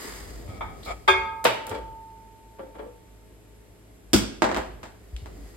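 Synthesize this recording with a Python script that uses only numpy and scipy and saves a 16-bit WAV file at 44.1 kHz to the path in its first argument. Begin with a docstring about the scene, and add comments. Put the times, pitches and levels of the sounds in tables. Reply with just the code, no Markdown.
"""The glass turntable of an open microwave oven clinks and rings on as a small toy figure is pulled off it.
The figure's base scrapes, squeaks and nudges the plate until it drops back on its rollers, its paired
modes beating. The toy clacks in the hand, a hollow plastic thing is tapped, then things are put down
on the counter with a sharp snap and a few knocks that thump the cabinets. A sleeve rustles and an
appliance hums in the quiet kitchen."""
import sys
import numpy as np
from scipy import signal
from scipy.fft import rfft, irfft
from scipy.io import wavfile
from scipy.ndimage import uniform_filter1d

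SR = 44100
rng = np.random.default_rng(int(sys.argv[2]) if len(sys.argv) > 2 else 0)


def wav_out(sig):
    """Save sig, one row per channel (or a flat mono array), as 16-bit PCM at SR to the path in sys.argv[1]."""
    wavfile.write(sys.argv[1], SR, np.round(np.clip(np.atleast_2d(sig).T, -1, 1) * 32767).astype(np.int16))


N = 245537

# modes of the glass plate: (frequency [Hz], clash level [dB], ring level [dB], ring t60 [s],
# beat of the pair [Hz], pan left [dB], lift under the hand [dB], left phase lead [rad])
PLATE_MODES = [(381.3, -21, -18.5, 0.42, 2.5, 8.5, 5.5, -0.3),
               (440, -37.5, -36, 0.81, 7.1, -2.5, -1.5, 0.5), (560, -25.5, -29, 0.67, 5.8, 2, -1.5, 1.9),
               (893, -26, -27.5, 3.56, 1.1, -1, 5.5, .5), (1125, -33, -29.5, 0.84, 13, -7, 2.5, 2.5),
               (1174, -18.5, -38, .45, 9, 4.5, 1, 7), (1260.4, -17.5, -34.5, 1.5, 40, 12.5, 13.5, -7),
               (1623, -17.5, -27, 0.69, 18, -3, -4.5, -0.5), (1860, -33.5, -42, .3, 10, 0.5, -2.5, 0),
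               (2167, -32.5, -18, .52, 8.6, 1, 12, 0.5), (2295, -33, -36.5, .42, 14, -4, 16, 2.2),
               (2478, -22, -28, 0.57, 7.8, -2.5, 1, 0.8), (2700, -33, -39, .4, 13, -5.5, -1.5, 4),
               (3268, -23.5, -37, .3, 13, -2.5, 13, -2), (3544, -22.5, -46, 0.19, 17, 0.5, 11.5, 9),
               (4440, -50, -45, .45, 13, 0, 0, -1), (4630, -34.5, -41.5, 0.43, 18, -5, 7, 4.5),
               (5106, -41, -52, .42, 9, -5, -3.5, 3), (5200, -61, -57.5, .3, 9, -1, 15, -6.5),
               (5890, -41.5, -44, 0.39, 3.2, -0.5, -5, 3.5), (6734, -41.5, -45, .3, 13, 6, -1.5, -3),
               (7250, -58.5, -59, .3, 10, 4, 18, -3.5), (7434, -47.5, -58.5, .4, 15, 1, 1, -1.5),
               (8800, -46, -46, .24, 8, 0, 0, 3), (8820, -46.5, -51.5, 0.29, 7, -4.5, 1.5, -3.5),
               (9130, -47.5, -50, 0.41, 16, -2, 16, 4.5), (10800, -49.5, -49.5, .22, 9, -4.5, -0.5, 1),
               (11100, -53.5, -50, .2, 11.1, 2.5, 2.5, -2), (12327, -51, -48, .22, 8.8, -2, 4, -5.5),
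               (13250, -55, -49, .16, 8, 2, 3, -2.5)]


def amp(db):
    """Decibels to gain."""
    return 10 ** (np.asarray(db) / 20)


def unit(x):
    """Scales to rms 1."""
    return x / np.sqrt(np.mean(x ** 2) + 1e-20)


def unit_attack(x):
    """Scales a stereo hit to rms 1 over its first 50 ms."""
    return x / np.sqrt(np.mean(x[..., :SR // 20] ** 2, axis=(-2, -1), keepdims=True) + 1e-20)


def curve(points, hz):
    """Reads a table on a log-frequency axis."""
    f, value = np.transpose(points)
    return np.interp(np.log(hz + 1), np.log(f + 1), value)


def pan(pan_db):
    """Left and right gains for a level difference; positive leans left."""
    return amp(pan_db * np.array([[.5], [-.5]]))


def add(mix, s, sound):
    """Mixes a sound in at time s."""
    part = mix[:, max(round(s * SR), 0):][:, :sound.shape[1]]
    part += sound[:, :part.shape[1]]


def mic_pair(x, colour_db=0):
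    """Two unrelated signals become a stereo image: narrow in the bass and top, wide in the mids."""
    # stereo likeness: (frequency [Hz], left-right correlation [0-1])
    likeness = [(50, 0.92), (130, 0.39), (280, 0.7), (550, 0.12), (1000, 0.098), (4800, 0.11), (6200, 0.62),
                (7800, .92), (9000, 0.81), (10000, 1), (12000, 1), (16000, .6)]
    size = x.shape[1]
    a, b = rfft(x) * amp(colour_db)
    same = curve(likeness, np.fft.rfftfreq(size, 1 / SR))
    mid, side = a * np.sqrt((1 + same) / 2), b * np.sqrt((1 - same) / 2)
    return irfft([mid + side, mid - side], size)


def noise(colour):
    """Stereo noise of a given colour."""
    return unit(mic_pair(rng.standard_normal((2, N)), curve(colour, np.fft.rfftfreq(N, 1 / SR))))


def contact(contact_s, direct_db, near_db, near_t60, size=32768):
    """One contact as heard in the kitchen: the crack, quick echoes off nearby surfaces, then the tail."""
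    # kitchen reverb: (frequency [Hz], t60 [s])
    room_t60 = [(100, 0.45), (400, 0.58), (1000, 0.51), (2800, 0.57), (7300, 0.46), (15000, 0.26)]
    t = np.arange(size) / SR
    hz, frame_s, bands = signal.stft(rng.standard_normal((2, size)), SR, nperseg=256)
    decay = amp(-60 * frame_s / curve(room_t60, hz)[:, None])
    tail = signal.istft(bands * decay, SR, nperseg=256)[1][:, :size]
    tail *= 1 - np.exp(-t / 0.00023)
    echoes = rng.standard_normal((2, size)) * (rng.random(size) < .08) * amp(-60 * t / near_t60)
    crack = rng.standard_normal((2, size)) * np.exp(-t / contact_s)
    spectrum = rfft(unit(tail) + amp(near_db) * unit(echoes) + amp(direct_db) * unit(crack))
    spectrum /= np.sqrt(uniform_filter1d(abs(spectrum) ** 2, size=160))  # fine ripples, no broad colour
    fade_out = np.minimum((t[-1] - t) * 10, 1) ** 2
    return mic_pair(irfft(spectrum)) * fade_out


def body_response(db, size=8192):
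    """Minimum-phase impulse response of a gain curve: the body rings only after the blow."""
    log_gain = np.log(amp(np.maximum(db - db.max(), -90)))
    mirrored = np.concatenate([log_gain, log_gain[-2:0:-1]])
    return np.fft.ifft(np.exp(np.conj(signal.hilbert(mirrored)))).real[:size]


def knocks(hits, colour, modes, direct_db, near_db, near_t60, pan_db=0):
    """Blows on one body: each tilts its colour brighter or duller and rings its resonances."""
    hz, out = np.fft.rfftfreq(16384, 1 / SR), np.zeros((2, N))
    peaks = sum((amp(db) - 1) / (1 + (2 * (hz - f) / width) ** 2) for f, width, db in modes)
    body_db = curve(colour, hz) + 20 * np.log10(np.maximum(1 + peaks, 1e-3))
    octaves = np.log2(np.maximum(hz, 450))
    for s, db, tilt_db, contact_s in hits:
        ring = body_response(body_db + tilt_db * octaves)
        strike = contact(contact_s, direct_db, near_db, near_t60)
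        add(out, s, amp(db) * unit_attack(signal.fftconvolve(strike, ring[None], axes=1)))
    return out * pan(pan_db)


def room_tone(air_db=-57, rumble_db=-55):
    """Still air, an appliance motor's hum and a low rumble that swells as the person shifts."""
    # colours of the air and the rumble: (frequency [Hz], level [dB])
    air = [(76, -30.5), (130, -7.5), (360, -0.5), (580, -10.5), (1240, -16.5), (2200, -17), (4500, -24),
           (8500, -24), (11400, -21), (16000, -41)]
    rumble = [(20, -22), (38, -13.5), (52, 6.5), (75, -6.5), (110, -10), (160, -14.5), (400, -17),
              (700, -21), (2000, -60)]
    # motor tones: (frequency [Hz], level [dB])
    motor = [(53.6, -55), (107.4, -60.5), (183, -68.5), (420, -65.5), (635.2, -73)]
    # body shifts: (centre time [s], half length [s], level [dB])
    shifts = [(0.549, 0.43, -40), (1.27, 0.1, -50), (1.851, 0.13, -48), (4.601, 0.3, -46),
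              (5.35, 0.16, -45.5)]
    t = np.arange(N) / SR
    hum = sum(amp(db) * np.sqrt(2) * np.sin(2 * np.pi * (hz * t + rng.random())) for hz, db in motor)
    swells = sum(amp(db) * np.exp(-((t - s) / half) ** 2) for s, half, db in shifts)
    return amp(air_db) * noise(air) + (amp(rumble_db) + swells) * noise(rumble) + hum


def sleeve(grain_db=0.9):
    """Cloth catches and slips in uneven little rushes as each sweep of the arm speeds up and slows."""
    # cloth colour: (frequency [Hz], level [dB])
    cloth = [(88, -11.5), (150, -15.5), (420, -2), (560, -12.5), (1120, -10), (1550, -13.5), (1950, -7.5),
             (2500, -17), (4200, -18.5), (5000, -11.5), (5700, -23), (6450, -15), (7000, -18.5),
             (10500, -19.5), (13000, -24), (16000, -30)]
    # arm sweeps: (peak time [s], level [dB], 20 dB rise [s], 20 dB fade [s])
    sweeps = [(.06, -38, 1, 0.53), (0.849, -51, 0.23, 0.44), (5.05, -65, 0.1, 0.93),
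              (5.5, -54.5, 0.69, 0.4)]
    t = np.arange(N) / SR
    power = sum(amp(db - 20 * np.maximum((s - t) / rise, (t - s) / fade)) ** 2
                for s, db, rise, fade in sweeps)
    catches = unit(uniform_filter1d(rng.standard_normal(N), size=300))
    return noise(cloth) * np.sqrt(power) * amp(grain_db * catches)


def cabinet_thumps(rise_cycles=0.77):
    """Low, damped swings of cabinets and counter; the deeper a mode, the slower it gets going."""
    # low modes of the counter and its cabinet: (frequency [Hz], level [dB], t60 [s])
    modes = [(55.5, -22, 0.45), (104, -24, 0.39), (171, -22.5, 0.2), (211.5, -19.5, 0.53), (248, -31, 0.35),
             (314.5, -8.5, 0.14)]
    # blows heavy enough to swing them: (time [s], level [dB])
    blows = [(4.1336, -1.5), (4.4219, -15)]
    # soft bumps against oven and cupboards: (time [s], level [dB], frequency [Hz], t60 [s])
    bumps = [(0.483, -22, 96, 0.11), (0.897, -24, 52, 0.22), (1.085, -35.5, 80, 0.89),
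             (1.704, -27.5, 95.4, 0.14), (4.577, -25, 66.3, 0.11), (5.13, -17, 57.7, 0.18),
             (5.222, -20.5, 87.5, 0.063), (5.375, -44.5, 286, 0.35)]
    t, out = np.arange(SR // 2) / SR, np.zeros((2, N))
    heavy = [(s, db + mode_db, hz, t60) for s, db in blows for hz, mode_db, t60 in modes]
    for s, db, hz, t60 in heavy + bumps:
        envelope = amp(db - 60 * t / t60) * (1 - np.exp(-t * hz / rise_cycles))
        add(out, s, (envelope * np.sin(2 * np.pi * hz * t))[None])
    return out * pan(1.5)


def plastic_ticks():
    """Light contacts on plastic give tiny, bright, close ticks."""
    # tick colour: (frequency [Hz], level [dB])
    colour = [(500, -42), (3000, 7), (6000, 2.5), (8300, 3.5), (12000, -1), (16000, -13)]
    # resonances: (frequency [Hz], width [Hz], lift [dB])
    modes = [(10450, 670, 7), (14600, 550, 12)]
    # ticks: (time [s], level [dB], tilt [dB/octave], contact time [s])
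    hits = [(1.442, -33.5, 3.5, 0.016), (1.668, -47, 4, 0.0019), (1.694, -47.5, 0.5, .006),
            (4.546, -43, -9.5, 0.00094), (4.572, -49, 1, 0.00078), (5.1645, -50.5, -8, 0.0018)]
    return knocks(hits, colour, modes, direct_db=6.0, near_db=-4.0, near_t60=0.36)


def hollow_taps(t60=0.34, rise_s=0.014, settle_s=0.073, left_lead_rad=1.0):
    """A hollow plastic thing clacks and the air inside hoots, its note sliding as the grip shifts."""
    # wall colour: (frequency [Hz], level [dB])
    colour = [(110, -53), (200, -9), (450, -2), (700, -8.5), (1000, -12), (1400, -18.5), (1850, -20.5),
              (3400, -35), (4200, -37.5), (9000, -63), (16000, -91)]
    # resonances: (frequency [Hz], width [Hz], lift [dB])
    modes = [(292, 49, 4.4), (569, 52, 7.7), (874, 63, 8.8), (1167, 22, 9), (1360, 53, 8.7),
             (1613, 20, 8.5), (2306, 46, 10.6), (3000, 40, 11), (3320, 50, 14)]
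    # taps: (time [s], level [dB], tilt [dB/octave], hoot pitch [Hz], hoot level [dB], slide [Hz])
    taps = [(1.674, -42, 3, 519.6, -32.5, -2), (1.714, -34.5, 3, 440.5, -29.5, 3),
            (1.748, -41, 7, 495, -33.5, 23.5), (2.594, -41, 0, 543, -34, -29),
            (2.753, -47, 1, 539, -46, -23), (2.792, -40.5, 1, 412, -31, 71.5),
            (2.853, -54, -8, 505, -37, -33.5)]
    # it never lands flat, so a graze, the blow, two dull rebounds:
    # (delay [s], level [dB], tilt [dB/octave])
    landing = [(-.008, -10.5, 2.5), (0, 0, 0), (.036, -5.5, -5), (.072, -11, -5)]
    contact_s = 0.0077
    hits = [(s + delay, db + step_db, tilt_db + step_tilt, contact_s)
            for s, db, tilt_db, *_ in taps for delay, step_db, step_tilt in landing]
    out = knocks(hits, colour, modes, direct_db=-1, near_db=8.0, near_t60=0.16)
    t = np.arange(SR // 2) / SR
    for s, _, _, hz, db, slide_hz in taps:
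        turns = np.cumsum(hz + slide_hz * (1 - np.exp(-t / settle_s))) / SR
        hoot = np.sin(2 * np.pi * turns + np.array([[left_lead_rad], [0]])) * (1 - np.exp(-t / rise_s))
        add(out, s, hoot * amp(db - 60 * t / t60) * pan(3))
    return out


def counter_knocks():
    """Things put down ring the counter top: one firm blow and the clatter after it."""
    # counter colour: (frequency [Hz], level [dB])
    colour = [(35, -71), (60, -21), (217, 1), (458, -0.5), (882, 3), (1510, -5), (2000, -8.5), (2350, -12),
              (2580, -14.5), (8120, -30.5), (11300, -43.5), (16000, -50)]
    # resonances: (frequency [Hz], width [Hz], lift [dB])
    modes = [(342, 68, 8.7), (517, 14, 9.7), (641, 22, 9.5), (880, 40, 4.1), (1610, 9, 6.2),
             (2670, 17, 4.9)]
    # knocks: (time [s], level [dB], tilt [dB/octave], contact time [s])
    hits = [(4.4208, -18.5, 2.04, 0.00047), (4.4425, -23.5, 1, 0.00051), (4.4916, -32.5, 1, 0.00045),
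            (4.515, -30, 1, 0.00052), (4.5455, -32.5, 2.5, 0.00028), (4.5645, -29.5, 2, 0.00032),
            (4.571, -28.5, 0.5, 0.0005), (4.83, -41.5, 3.6, 0.046), (5.259, -47.5, 3, 0.00067)]
    return knocks(hits, colour, modes, direct_db=4.0, near_db=4.5, near_t60=0.15)


def piece_snap():
    """A stiff piece snaps down on the counter: a sharp double hit, then two faint, dull ones."""
    # colour of the piece: (frequency [Hz], level [dB])
    colour = [(25, -45), (45, -9.5), (150, -9), (205, -3.5), (265, -1), (345, 0), (450, -8.5), (750, -15),
              (1000, -16), (1550, -15), (1900, -18), (2600, -15), (3550, -14.5), (4050, -20.5), (5050, -14),
              (6900, -22.5), (9500, -24), (12000, -32.5), (16000, -40)]
    # resonances: (frequency [Hz], width [Hz], lift [dB])
    modes = [(209.5, 21, 6.5), (1430, 240, 5.8), (1644, 31, 6.6), (2204, 24, 8.3), (3300, 36, 5.3),
             (3500, 40, 5.7), (4680, 45, 6), (4970, 19, 5.7), (5440, 56, 6.9), (6660, 30, 8.2),
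             (7240, 39, 6), (8600, 140, 2.8), (13750, 610, 8)]
    # hits: (time [s], level [dB], tilt [dB/octave], contact time [s])
    hits = [(4.1325, -20, 3, 0.0017), (4.1365, -16.5, -3, 0.0042), (4.221, -36, -3, 0.0032),
            (4.316, -48, -8, 0.0014)]
    return knocks(hits, colour, modes, direct_db=0.5, near_db=5.0, near_t60=0.19, pan_db=-1.0)


def toy_clack():
    """The hard toy figure clacks in the hand: a light touch, then a sharp hit."""
    # toy colour: (frequency [Hz], level [dB])
    colour = [(71, -52), (120, -2), (160, -15), (643, 3.5), (822, -6), (911, -1.5), (1030, -3.5),
              (2640, -15), (5190, -26.5), (7980, -42), (11500, -44), (16000, -67)]
    # resonances: (frequency [Hz], width [Hz], lift [dB])
    modes = [(470, 114, 5.5), (913, 27, 4.2), (2400, 30, 6), (2610, 30, 9), (2970, 110, 6.5),
             (3280, 27, 4.5), (3720, 270, 5.6), (6990, 60, 7), (7770, 140, 7)]
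    # clacks: (time [s], level [dB], tilt [dB/octave], contact time [s])
    hits = [(1.4415, -33, 1, 0.0013), (1.4515, -16, 2.5, 0.00067)]
    return knocks(hits, colour, modes, direct_db=-6, near_db=4.5, near_t60=0.16, pan_db=-1.0)


def base_squeak():
    """The figure's base squeaks as it breaks loose from the glass."""
    # squeak colour: (frequency [Hz], level [dB])
    colour = [(500, -50), (2600, -24), (3300, -4), (4100, -1), (5000, -10.5), (6000, -19), (16000, -35)]
    # squeaks: (time [s], level [dB], tilt [dB/octave], contact time [s])
    hits = [(.829, -52.5, -4, .03), (.85, -48.5, 9, 0.024)]
    return knocks(hits, colour, [], direct_db=8, near_db=1, near_t60=0.11)


def damped_plate(width_hz=40):
    """The plate's resonances, broadened by the hand that damps them."""
    return [(hz, width_hz, lift_db) for hz, *_, lift_db, _ in PLATE_MODES]


def base_scrape(light_db=-55, tilt_db=2.0, dulling=0.11, contact_s=0.006, count=12):
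    """The base sticks and slips unevenly over the glass: light slips scratch thinly, hard ones duller."""
    # scrape colour: (frequency [Hz], level [dB])
    colour = [(150, -21), (400, -7.5), (720, 5), (950, -10.5), (1250, -6), (1500, -16), (2300, -13.5),
              (2700, -21.5), (4600, -24), (6000, -31.5), (9000, -32.5), (12000, -44), (16000, -56)]
    # drags: (start [s], length [s], starting level [dB], swell [dB])
    drags = [(0.472, 0.11, -55.5, 0.5), (0.859, .056, -46, 6)]
    slips = []
    for start, length, start_db, swell_db in drags:
        along = (np.arange(count) + rng.random(count)) / count
        force_db = start_db + swell_db * np.sin(np.pi / 2 * along)
        slips += [(start + u * length, db, tilt_db - dulling * (db - light_db), contact_s)
                  for u, db in zip(along, force_db)]
    return knocks(slips, colour, damped_plate(), direct_db=-10, near_db=18, near_t60=0.085, pan_db=2)


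def plate_nudges():
    """The figure's base knocks the hand-damped plate, and the dense knock of the glass landing back on its
    rollers."""
    # colour of the held plate: (frequency [Hz], level [dB])
    colour = [(150, -33.5), (400, -22), (720, 4), (950, 1), (1280, -3), (1700, -10.5), (2330, -12),
              (2850, -25), (3500, -16), (4300, -33.5), (8000, -40.5), (16000, -63)]
    # nudges, then the landing: (time [s], level [dB], tilt [dB/octave], contact time [s])
    hits = [(.6075, -32.5, -0.5, 0.0045), (1.0775, -19.5, 3, 0.0016)]
    return knocks(hits, colour, damped_plate(), direct_db=-8, near_db=3, near_t60=0.21, pan_db=1)


def plate_clash(t60=0.094, lowest_hz=310):
    """Still in contact, the plate's modes die fast and echo in the metal oven cavity."""
    hz, db, _, _, _, pan_db, _, _ = np.transpose(PLATE_MODES)[:, :, None, None]
    t = np.arange(SR // 3) / SR
    attack = 1 - np.exp(-t * hz / 2)  # each mode builds over a few cycles
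    rings = np.sin(2 * np.pi * hz * t) * amp(-60 * t / t60) * attack
    cavity = contact(contact_s=0.0039, direct_db=-3.0, near_db=10.5, near_t60=0.15, size=16384)
    modes = unit_attack(signal.fftconvolve(rings, cavity[None], axes=2))
    clash = np.sum(modes * pan(pan_db) * amp(db), 0) / np.sqrt(2)
    return signal.sosfilt(signal.butter(4, lowest_hz, "high", fs=SR, output="sos"), clash)


def plate_clink(drop_s=1.0775, twin_gain=0.33, twin_lead_rad=1.0, waver=0.3, rock_hz=30, rock_count=8):
    """The plate drops back on its rollers and rings freely; its rocking makes each tone waver."""
    out, left = np.zeros((2, N)), np.array([[1], [0]])
    add(out, drop_s, amp(-2.0) * plate_clash())
    for hz, _, db, t60, beat_hz, pan_db, _, lead in PLATE_MODES:
        t = np.arange(int(1.2 * t60 * SR)) / SR
        rate = rng.uniform(-rock_hz, rock_hz, (rock_count, 2, 1))
        phase = rng.random((rock_count, 2, 1))
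        depth = waver * min(hz / 2500, 1)  # short waves feel the rocking most
        rocking = depth * np.exp(2j * np.pi * (rate * t + phase)).sum(0) * np.exp(-t / .5)
        # a round plate's modes come in close pairs that beat
        pair = 1 + twin_gain * np.exp(1j * (2 * np.pi * beat_hz * t + twin_lead_rad * left))
        tone = (np.exp(1j * (2 * np.pi * hz * t + lead * left)) * (pair + rocking)).imag
        envelope = amp(db - 60 * t / t60) * (1 - np.exp(-t / 0.021))
        add(out, drop_s, tone * pan(pan_db) * envelope)
    return out


def scene():
    """Handled things, the glass plate and the kitchen around them."""
    handling = toy_clack() + piece_snap() + counter_knocks() + plastic_ticks()
    plate = plate_clink() + plate_nudges() + base_squeak() + base_scrape()
    return plate + handling + hollow_taps() + cabinet_thumps() + sleeve() + room_tone()


def record(dry, low_cut_hz=35, high_cut_hz=16400, treble_lag_s=0.0002504, ceiling=.95):
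    """The microphone pair: low cut, a slight lag in the left treble, rounded peaks, high cut."""
    hz = np.fft.rfftfreq(N, 1 / SR)
    left, right = signal.sosfilt(signal.butter(2, low_cut_hz, "high", fs=SR, output="sos"), dry)
    lag_turns = np.maximum(hz * treble_lag_s - 1, 0)  # in step below about 4 kHz
    left = irfft(rfft(left) * np.exp(-2j * np.pi * lag_turns), N)
    rounded = ceiling * np.tanh(np.array([left, right]) / ceiling)
    high_cut = signal.firwin(255, high_cut_hz, window=("kaiser", 9), fs=SR)
    return signal.oaconvolve(rounded, high_cut[None], "same")


dry = scene()
out = record(dry)
wav_out(out)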